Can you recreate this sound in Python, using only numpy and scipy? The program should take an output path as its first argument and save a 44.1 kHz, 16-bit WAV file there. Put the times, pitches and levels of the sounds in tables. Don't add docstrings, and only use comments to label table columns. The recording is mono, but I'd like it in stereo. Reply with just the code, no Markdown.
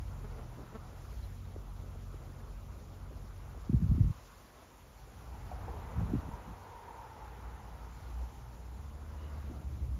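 import sys
import numpy as np
from scipy import signal
from scipy.fft import rfft, irfft
from scipy.io import wavfile
from scipy.ndimage import uniform_filter1d

SR = 44100
rng = np.random.default_rng(int(sys.argv[2]) if len(sys.argv) > 2 else 0)


def file_out(sig):
    cols = np.atleast_2d(sig).T
    lim = np.clip(cols, -1, 1)
    pcm = np.round(lim * 32767).astype(np.int16)
    wavfile.write(sys.argv[1], SR, pcm)


N = 440559
TIME = np.arange(N) / SR


def gain_of(db):
    return 10 ** (np.asarray(db) / 20)


def unit_rms(x):
    return x / np.sqrt(np.mean(x ** 2) + 1e-20)


def at_frequency(rows, hz):
    row_hz, value = np.transpose(rows)
    return np.interp(np.log(hz + 1), np.log(row_hz + 1), value)


def at_time(rows, t):
    columns = np.transpose(rows)
    return np.interp(t, columns[0], columns[-1])


def add(mix, start_s, sound):
    part = mix[..., max(round(start_s * SR), 0):][..., :sound.shape[-1]]
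    part += sound[..., :part.shape[-1]]


def drift(hz):
    bin_hz = np.fft.rfftfreq(N, 1 / SR)
    return unit_rms(irfft(rfft(rng.standard_normal(N)) * np.exp(-(bin_hz / hz) ** 2), N))


def bell(t, crest_s, sigma_s):
    return np.exp(-.5 * ((t - crest_s) / sigma_s) ** 2)


def swells(rows, t):
    return np.sqrt(sum((gain_of(db) * bell(t, s, sigma_s)) ** 2 for s, db, sigma_s, *_ in rows))


def stft_grid(size):
    hop = size // 4
    return (np.arange(N // hop + 3) * hop / SR)[:, None], np.fft.rfftfreq(size, 1 / SR)


# frequency_hz, coherence
PORT_COHERENCE = [(60, .985), (130, .955), (290, .78), (420, .68), (600, .55), (750, .72), (950, .78),
                  (1150, .66), (1450, .58), (1750, .76), (2050, .94), (3000, .97), (5000, 1)]
# frequency_hz, level_db
PORT_BALANCE = [(150, 0), (400, 1.7), (850, 1.7), (1200, -2.3), (1600, -1), (2300, 0)]
# frequency_hz, phase_rad
PORT_LEAD = [(50, .12), (170, .42), (330, .42), (550, 1.1), (830, 1.6), (1000, 1.42), (1350, .75),
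             (1700, 0), (2300, 0), (3000, .2), (4000, 0)]
def diffuse_noise(colour_db, patchy_db, size):
    t, hz = stft_grid(size)
    a, b, c, d, patches = rng.standard_normal((5, len(t), len(hz)))
    patches = unit_rms(uniform_filter1d(uniform_filter1d(patches, size=9, axis=0), size=12, axis=1))
    coherence = at_frequency(PORT_COHERENCE, hz)
    left = a + 1j * b
    right = coherence * left + np.sqrt(1 - coherence ** 2) * (c + 1j * d)
    lean = gain_of(at_frequency(PORT_BALANCE, hz) / 2)
    lag = np.exp(-1j * at_frequency(PORT_LEAD, hz))
    spectra = np.array([left * lean, right * lag / lean]) * gain_of(colour_db + patchy_db * patches)
    _, noise = signal.istft(spectra, nperseg=size, noverlap=size - size // 4, time_axis=1, freq_axis=2)
    return unit_rms(noise[:, :N])


# frequency_hz, density_db
SURF_SPECTRUM = [(120, -28), (220, -3), (300, -7), (380, -6), (450, -5), (650, -6), (920, -7), (1340, -11),
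                 (1650, -19), (4000, -34.5), (5200, -68)]
# crest_s, level_db, sigma_s
WAVES = [(.6, -56, 0.53), (2.15, -59.5, 0.73), (3.55, -61.5, 0.77), (6.0, -51.5, 0.45), (7.6, -61, 1),
         (9.37, -56, 0.35)]
def surf():
    _, hz = stft_grid(size=1024)
    level = np.hypot(gain_of(-60.5), swells(WAVES, TIME))
    flutter = gain_of(.5 * drift(hz=12))
    return level * flutter * diffuse_noise(at_frequency(SURF_SPECTRUM, hz), patchy_db=1.72, size=1024)


# frequency_hz, density_db
LEAF_SPECTRUM = [(1200, -23), (2000, 5), (4000, 3), (5000, 3), (7800, 4), (9500, -1), (11000, 1.5),
                 (12500, -2.5), (15700, -3)]
# crest_s, level_db, sigma_s
PUFFS = [(.1, -71.5, 0.44), (1.15, -66.5, 0.18), (4.25, -69, 0.25), (5.5, -70, 1), (8.1, -70, 0.2)]
def leaves():
    _, hz = stft_grid(size=512)
    touches_per_s, tick_decay_s = 90, .002
    level = np.hypot(gain_of(-67), swells(PUFFS, TIME))
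    hiss = diffuse_noise(at_frequency(LEAF_SPECTRUM, hz), patchy_db=1.5, size=512)
    touches = (rng.random(N) < touches_per_s / SR) * gain_of(3.5 * np.minimum(rng.exponential(1, N), 4))
    ticks = signal.lfilter([1], [1, -np.exp(-1 / (tick_decay_s * SR))], touches) * rng.standard_normal(N)
    ticks = unit_rms(signal.sosfilt(signal.butter(1, 4000, "high", fs=SR, output="sos"), ticks))
    rustle = hiss + gain_of(-16) * ticks
    return level * gain_of(.41 * drift(hz=16)) * rustle


# frequency_hz, density_db
RUMBLE_SPECTRUM = [(18, -50), (30, -34), (42, -2.5), (58, 0.5), (80, -2), (120, -7), (170, -13.5),
                   (240, -19), (400, -28), (800, -59.5)]
# time_s, level_db
RUMBLE_LEVEL = [(0, -49.5), (.8, -52.5), (1.7, -49.5), (2.8, -52), (3.35, -51), (4.05, -50), (4.25, -59.5),
                (4.6, -65), (5.25, -51), (5.65, -44.5), (6.2, -47.5), (6.65, -56), (7.05, -59),
                (7.4, -51.5), (8.2, -50.5), (9.1, -52.5), (9.99, -45)]
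def rumble():
    _, hz = stft_grid(size=4096)
    level = np.hypot(gain_of(at_time(RUMBLE_LEVEL, TIME)), gain_of(-5) * gust_strength(TIME))
    return level * diffuse_noise(at_frequency(RUMBLE_SPECTRUM, hz), patchy_db=-.04, size=4096)


def drone(hz, level_db, orders, waver_db):
    turns = np.cumsum(hz * (1 + .0059 * drift(hz=5.06))) / SR
    port_turns = np.array([[.0165], [-.0165]])
    harmonics = np.zeros((2, N))
    for order, db in orders:
        amplitude = gain_of(db + waver_db * drift(hz=4.2))
        harmonics += amplitude * np.sin(2 * np.pi * (order * turns + rng.random() + port_turns))
    return gain_of(level_db) * unit_rms(harmonics)


# frequency_hz, gain_db
EXHAUST = [(38, -4.5), (46, 2), (78, -7), (92, 0), (122, -2), (140, -10), (175, -19.5), (232, -17.5),
           (280, -39)]
def idling_engine():
    idle_hz, droop_hz_per_s, settled_s = 47.4, .8, 2.3
    sag_hz = 7.2 * bell(TIME, crest_s=.6, sigma_s=.24)
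    hz = idle_hz - sag_hz - droop_hz_per_s * np.minimum(TIME, settled_s)
    away_db = np.clip(3 * (TIME - 1.9), 0, 11)
    orders = [(order, at_frequency(EXHAUST, order * hz)) for order in range(1, 7)]
    return drone(hz, at_time(RUMBLE_LEVEL, TIME) + 5.5 - away_db, orders, waver_db=2.3)


# order, level_db
HUM_ORDERS = [(1, 3), (2, -10.5), (5, -22)]
def machine_hum():
    return drone(hz=60.46, level_db=at_time(RUMBLE_LEVEL, TIME) - 1, orders=HUM_ORDERS, waver_db=6.5)


# frequency_hz, density_db
ROAR_SPECTRUM = [(250, -27), (330, -26), (460, -5.5), (560, -15), (740, -0.5), (900, 0.5), (1100, -6.5),
                 (1350, -9), (1600, -13.5), (2600, -23.5), (4500, -36), (7000, -57)]
# crest_s, level_db, sigma_s, centre_hz
PASSES = [(0.44, -62.5, 0.61, 980), (4.166, -62.5, 0.75, 1100), (5.65, -54, 0.37, 864),
          (7.13, -53.5, 1.17, 920), (9.25, -62.5, 0.23, 1210)]
def tyre_roar():
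    t, hz = stft_grid(size=2048)
    powers = [swells([row], t) ** 2 + 1e-30 for row in PASSES]
    centre_hz = sum(power * row[-1] for power, row in zip(powers, PASSES)) / sum(powers)
    colour_db = at_frequency(ROAR_SPECTRUM, hz * 900 / centre_hz)
    return swells(PASSES, TIME) * diffuse_noise(colour_db, patchy_db=1.5, size=2048)


# start_s, peak_db, pitch_hz, length_s
CLUCKS = [(0.232, -39, 211.5, 0.034), (0.377, -38.5, 228.5, 0.028), (0.58, -49, 186, 0.016),
          (0.738, -34.5, 221.5, 0.037), (2.395, -48, 238, 0.023)]
# frequency_hz, bandwidth_hz, level_db
THROAT = [(374, 350, 12), (684, 110, -7), (1130, 160, 1.5), (1310, 120, 0), (1600, 270, -19),
          (3300, 1400, -25)]
def clucks():
    out = np.zeros(N)
    t = np.arange(SR // 50) / SR
    ring = sum(gain_of(db) * width * np.exp(-np.pi * width * t) * np.sin(2 * np.pi * hz * t)
               for hz, width, db in THROAT)
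    for start_s, db, hz, length_s in CLUCKS:
        count = round(length_s * SR)
        pulses = np.diff(np.floor(np.arange(count + 1) * hz / SR))
        call = np.convolve(pulses * signal.windows.tukey(count, .8), ring)
        add(out, start_s, gain_of(db) * call / abs(call).max())
    return out


# start_s, peak_db, band_hz, t60_s
TAPS = [(0.382, -47, 248, 0.057), (0.580, -42, 367, 0.09), (1.945, -45, 480, .1), (2.287, -47, 320, .1),
        (2.802, -52, 409, 0.05), (3.109, -42.5, 380, 0.09), (3.238, -48, 300, 0.059),
        (3.544, -44, 670, 0.048), (5.071, -48.5, 380, 0.035)]
def taps():
    out = np.zeros((2, N))
    t = np.arange(SR // 4) / SR
    for start_s, db, hz, t60 in TAPS:
        onset = 1 - np.exp(-t / (.019 * t60))
        shared, apart = rng.standard_normal((2, len(t))) * onset * gain_of(-60 * t / t60)
        band = signal.butter(3, [hz / 1.7, hz * 1.4], "band", fs=SR, output="sos")
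        tap = signal.sosfilt(band, [shared + .67 * apart, shared - .56 * apart])
        add(out, start_s, gain_of(db) * tap / abs(tap).max())
    return out


# start_s, level_db, top_hz, length_s
SCUFFS = [(1.084, -78, 4800, .2), (1.215, -65, 4300, .05), (9.138, -71.5, 3100, 0.23)]
def scuffs():
    out = np.zeros(N)
    for start_s, db, hz, length_s in SCUFFS:
        grains = rng.standard_normal(round(length_s * SR)) ** 3
        band = signal.butter(2, [hz / 1.09, hz * .96], "band", fs=SR, output="sos")
        grit = unit_rms(signal.sosfilt(band, grains))
        add(out, start_s, gain_of(db) * grit * signal.windows.hann(len(grit)))
    return out


# crest_s, peak_db, pitch_hz (at the crest)
EDDIES = [(1.564, -37.5, 385), (2.144, -43, 332), (3.700, -22, 185), (3.736, -22, 173), (3.747, -15, 126),
          (3.767, -21, 72), (3.819, -35, 224), (3.830, -21, 129), (3.846, -22.5, 123), (3.899, -19, 70),
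          (3.917, -22.5, 175), (3.928, -23, 94.5), (3.951, -34.5, 233), (3.965, -25.5, 85),
          (3.984, -25, 212), (4.012, -14, 97), (4.034, -20.5, 52), (4.046, -28.5, 178),
          (4.066, -23.5, 70.5), (4.080, -25.5, 113), (4.105, -27, 96), (5.545, -37, 70), (5.985, -25, 102),
          (6.017, -25, 155), (6.034, -26, 125), (6.139, -21.5, 242), (6.154, -24.5, 238),
          (6.164, -26.5, 143), (6.182, -30, 90), (9.501, -39.5, 270), (9.515, -39, 268), (9.82, -33, 72.2),
          (9.892, -35.5, 84)]
def buffets():
    rise_cycles, fall_per_rise, sharpness, thump_hz = 1.47, .55, 4.55, 48
    out = np.zeros((2, N))
    t = np.arange(SR // 8) / SR
    turbulence = drift(hz=136)
    eddies = EDDIES + small_eddies()
    for (crest_s, db, hz), (phase, side) in zip(eddies, rng.random((len(eddies), 2))):
        rise_s = rise_cycles / hz
        age = t / rise_s
        stray = np.exp(.12 * np.roll(turbulence, -round(crest_s * SR))[:len(t)])
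        sinking_hz = np.maximum(hz * np.exp(fall_per_rise * (1 - age)), thump_hz)
        turns = np.cumsum(stray * sinking_hz) / SR
        swell = gain_of(db) * (age * np.exp(1 - age)) ** sharpness
        port_turns = np.array([[.035], [-.035]]) * np.sign(side - .5)
        add(out, crest_s - rise_s, swell * np.sin(2 * np.pi * (turns + phase + port_turns)))
    return out


# start_s, length_s, eddy_peak_db, typical_pitch_hz
GUSTS = [(3.714, 0.39, -33.5, 125), (5.971, 0.21, -35, 165), (6.251, 0.084, -38.5, 178),
         (6.485, 0.0427, -41, 131), (9.43, 0.35, -49, 131)]
def gust_strength(t, edge_s=.03):
    return sum(gain_of(db) * np.clip(np.minimum(t - start_s, start_s + length_s - t) / edge_s + 1, 0, 1)
               for start_s, length_s, db, _ in GUSTS)


def small_eddies(spacing_s=.024):
    slots = np.arange(0, N / SR, spacing_s)
    late, spread = rng.random((len(slots), 2)).T
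    times = slots + spacing_s * late
    pitches = at_time(GUSTS, times) * 2 ** (spread - .5)
    pushes = gust_strength(times)
    return [(s, 20 * np.log10(push), hz) for s, push, hz in zip(times, pushes, pitches) if push > 0]


# start_s, peak_db
KNOCKS = [(5.513, -33), (5.680, -37)]
# frequency_hz, level_db, t60_s
HOLLOW_MODES = [(447, -7, 0.047), (600, -7, 0.025), (710, -3, 0.035), (770, 0, 0.027), (980, -10, 0.018)]
def knocks():
    out = np.zeros((2, N))
    t = np.arange(SR // 4) / SR
    for start_s, db in KNOCKS:
        modes = sum(gain_of(mode_db - 60 * t / t60) * np.sin(2 * np.pi * (hz * t + rng.random((2, 1))))
                    for hz, mode_db, t60 in HOLLOW_MODES)
        scrape = rng.standard_normal(len(t)) * np.exp(-t / .035)
        blow = signal.sosfilt(signal.butter(2, 1600, fs=SR, output="sos"), scrape)
        knock = signal.fftconvolve(modes, blow[None], axes=1)[:, :len(t)]
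        add(out, start_s, gain_of(db) * knock / abs(knock).max())
    return out


# crest_s, level_db, sigma_s
TREAD_BURSTS = [(5.85, -55.5, 0.13), (6.33, -51.5, 0.071), (6.87, -50.5, 0.22), (7.3, -57, 0.27),
                (8.4, -61, 0.32)]
def tread_song():
    tread_hz, half_width_hz = 914, 55
    doppler_share, nearest_s, passing_s = .042, 7, .17
    t, hz = stft_grid(size=2048)
    heard_hz = tread_hz * (1 - doppler_share * np.tanh((t - nearest_s) / passing_s))
    upper, lower = (1 / (1 + ((hz - note) / half_width_hz) ** 2) for note in (heard_hz, heard_hz / 2))
    colour_db = 20 * np.log10(upper + gain_of(-10.5) * lower)
    return swells(TREAD_BURSTS, TIME) * diffuse_noise(colour_db, patchy_db=1.0, size=2048)


# order, level_db
REVVING_ORDERS = [(1, 6), (2, -13), (3, -16.5), (4, -25)]
def revving_engine():
    running_s, base_hz, base_db = 7.25, 57.7, -49.5
    rev_s, rev_hz, rev_db, slowing_hz_per_s = 8.79, 18.4, 6, 5
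    throttle = .5 + .5 * np.tanh((TIME - rev_s) / .122)
    hz = base_hz + rev_hz * throttle - slowing_hz_per_s * np.maximum(TIME - rev_s, 0)
    fade_in = np.clip((TIME - running_s) * 10 + 1, 0, 1)
    return fade_in * drone(hz, base_db + rev_db * throttle, REVVING_ORDERS, waver_db=1.5)


def scene():
    background = surf() + leaves() + rumble() + idling_engine() + machine_hum() + tyre_roar()
    return background + clucks() + taps() + scuffs() + buffets() + knocks() + tread_song() + revving_engine()


# frequency_hz, phase_rad
TREBLE_LAG = [(6750, 0), (7000, .8), (7450, 1.5), (7800, 3.1), (8720, 3.2), (9000, 4.7), (9600, 5.3),
              (10300, 5.5), (10450, 6.28), (13000, 6.28), (14000, 7.3), (15700, 8.5)]
def record(dry):
    hz = np.fft.rfftfreq(N, 1 / SR)
    lag_rad = np.interp(hz, *np.transpose(TREBLE_LAG))
    right = irfft(rfft(dry[1]) * np.exp(-1j * lag_rad), N)
    pair = signal.sosfilt(signal.butter(3, 34, "high", fs=SR, output="sos"), [dry[0], right])
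    low_pass = signal.firwin(1023, cutoff=15720, window=("kaiser", 9), fs=SR)
    return signal.oaconvolve(pair, low_pass[None], "same")


dry = scene()
out = record(dry)
file_out(out)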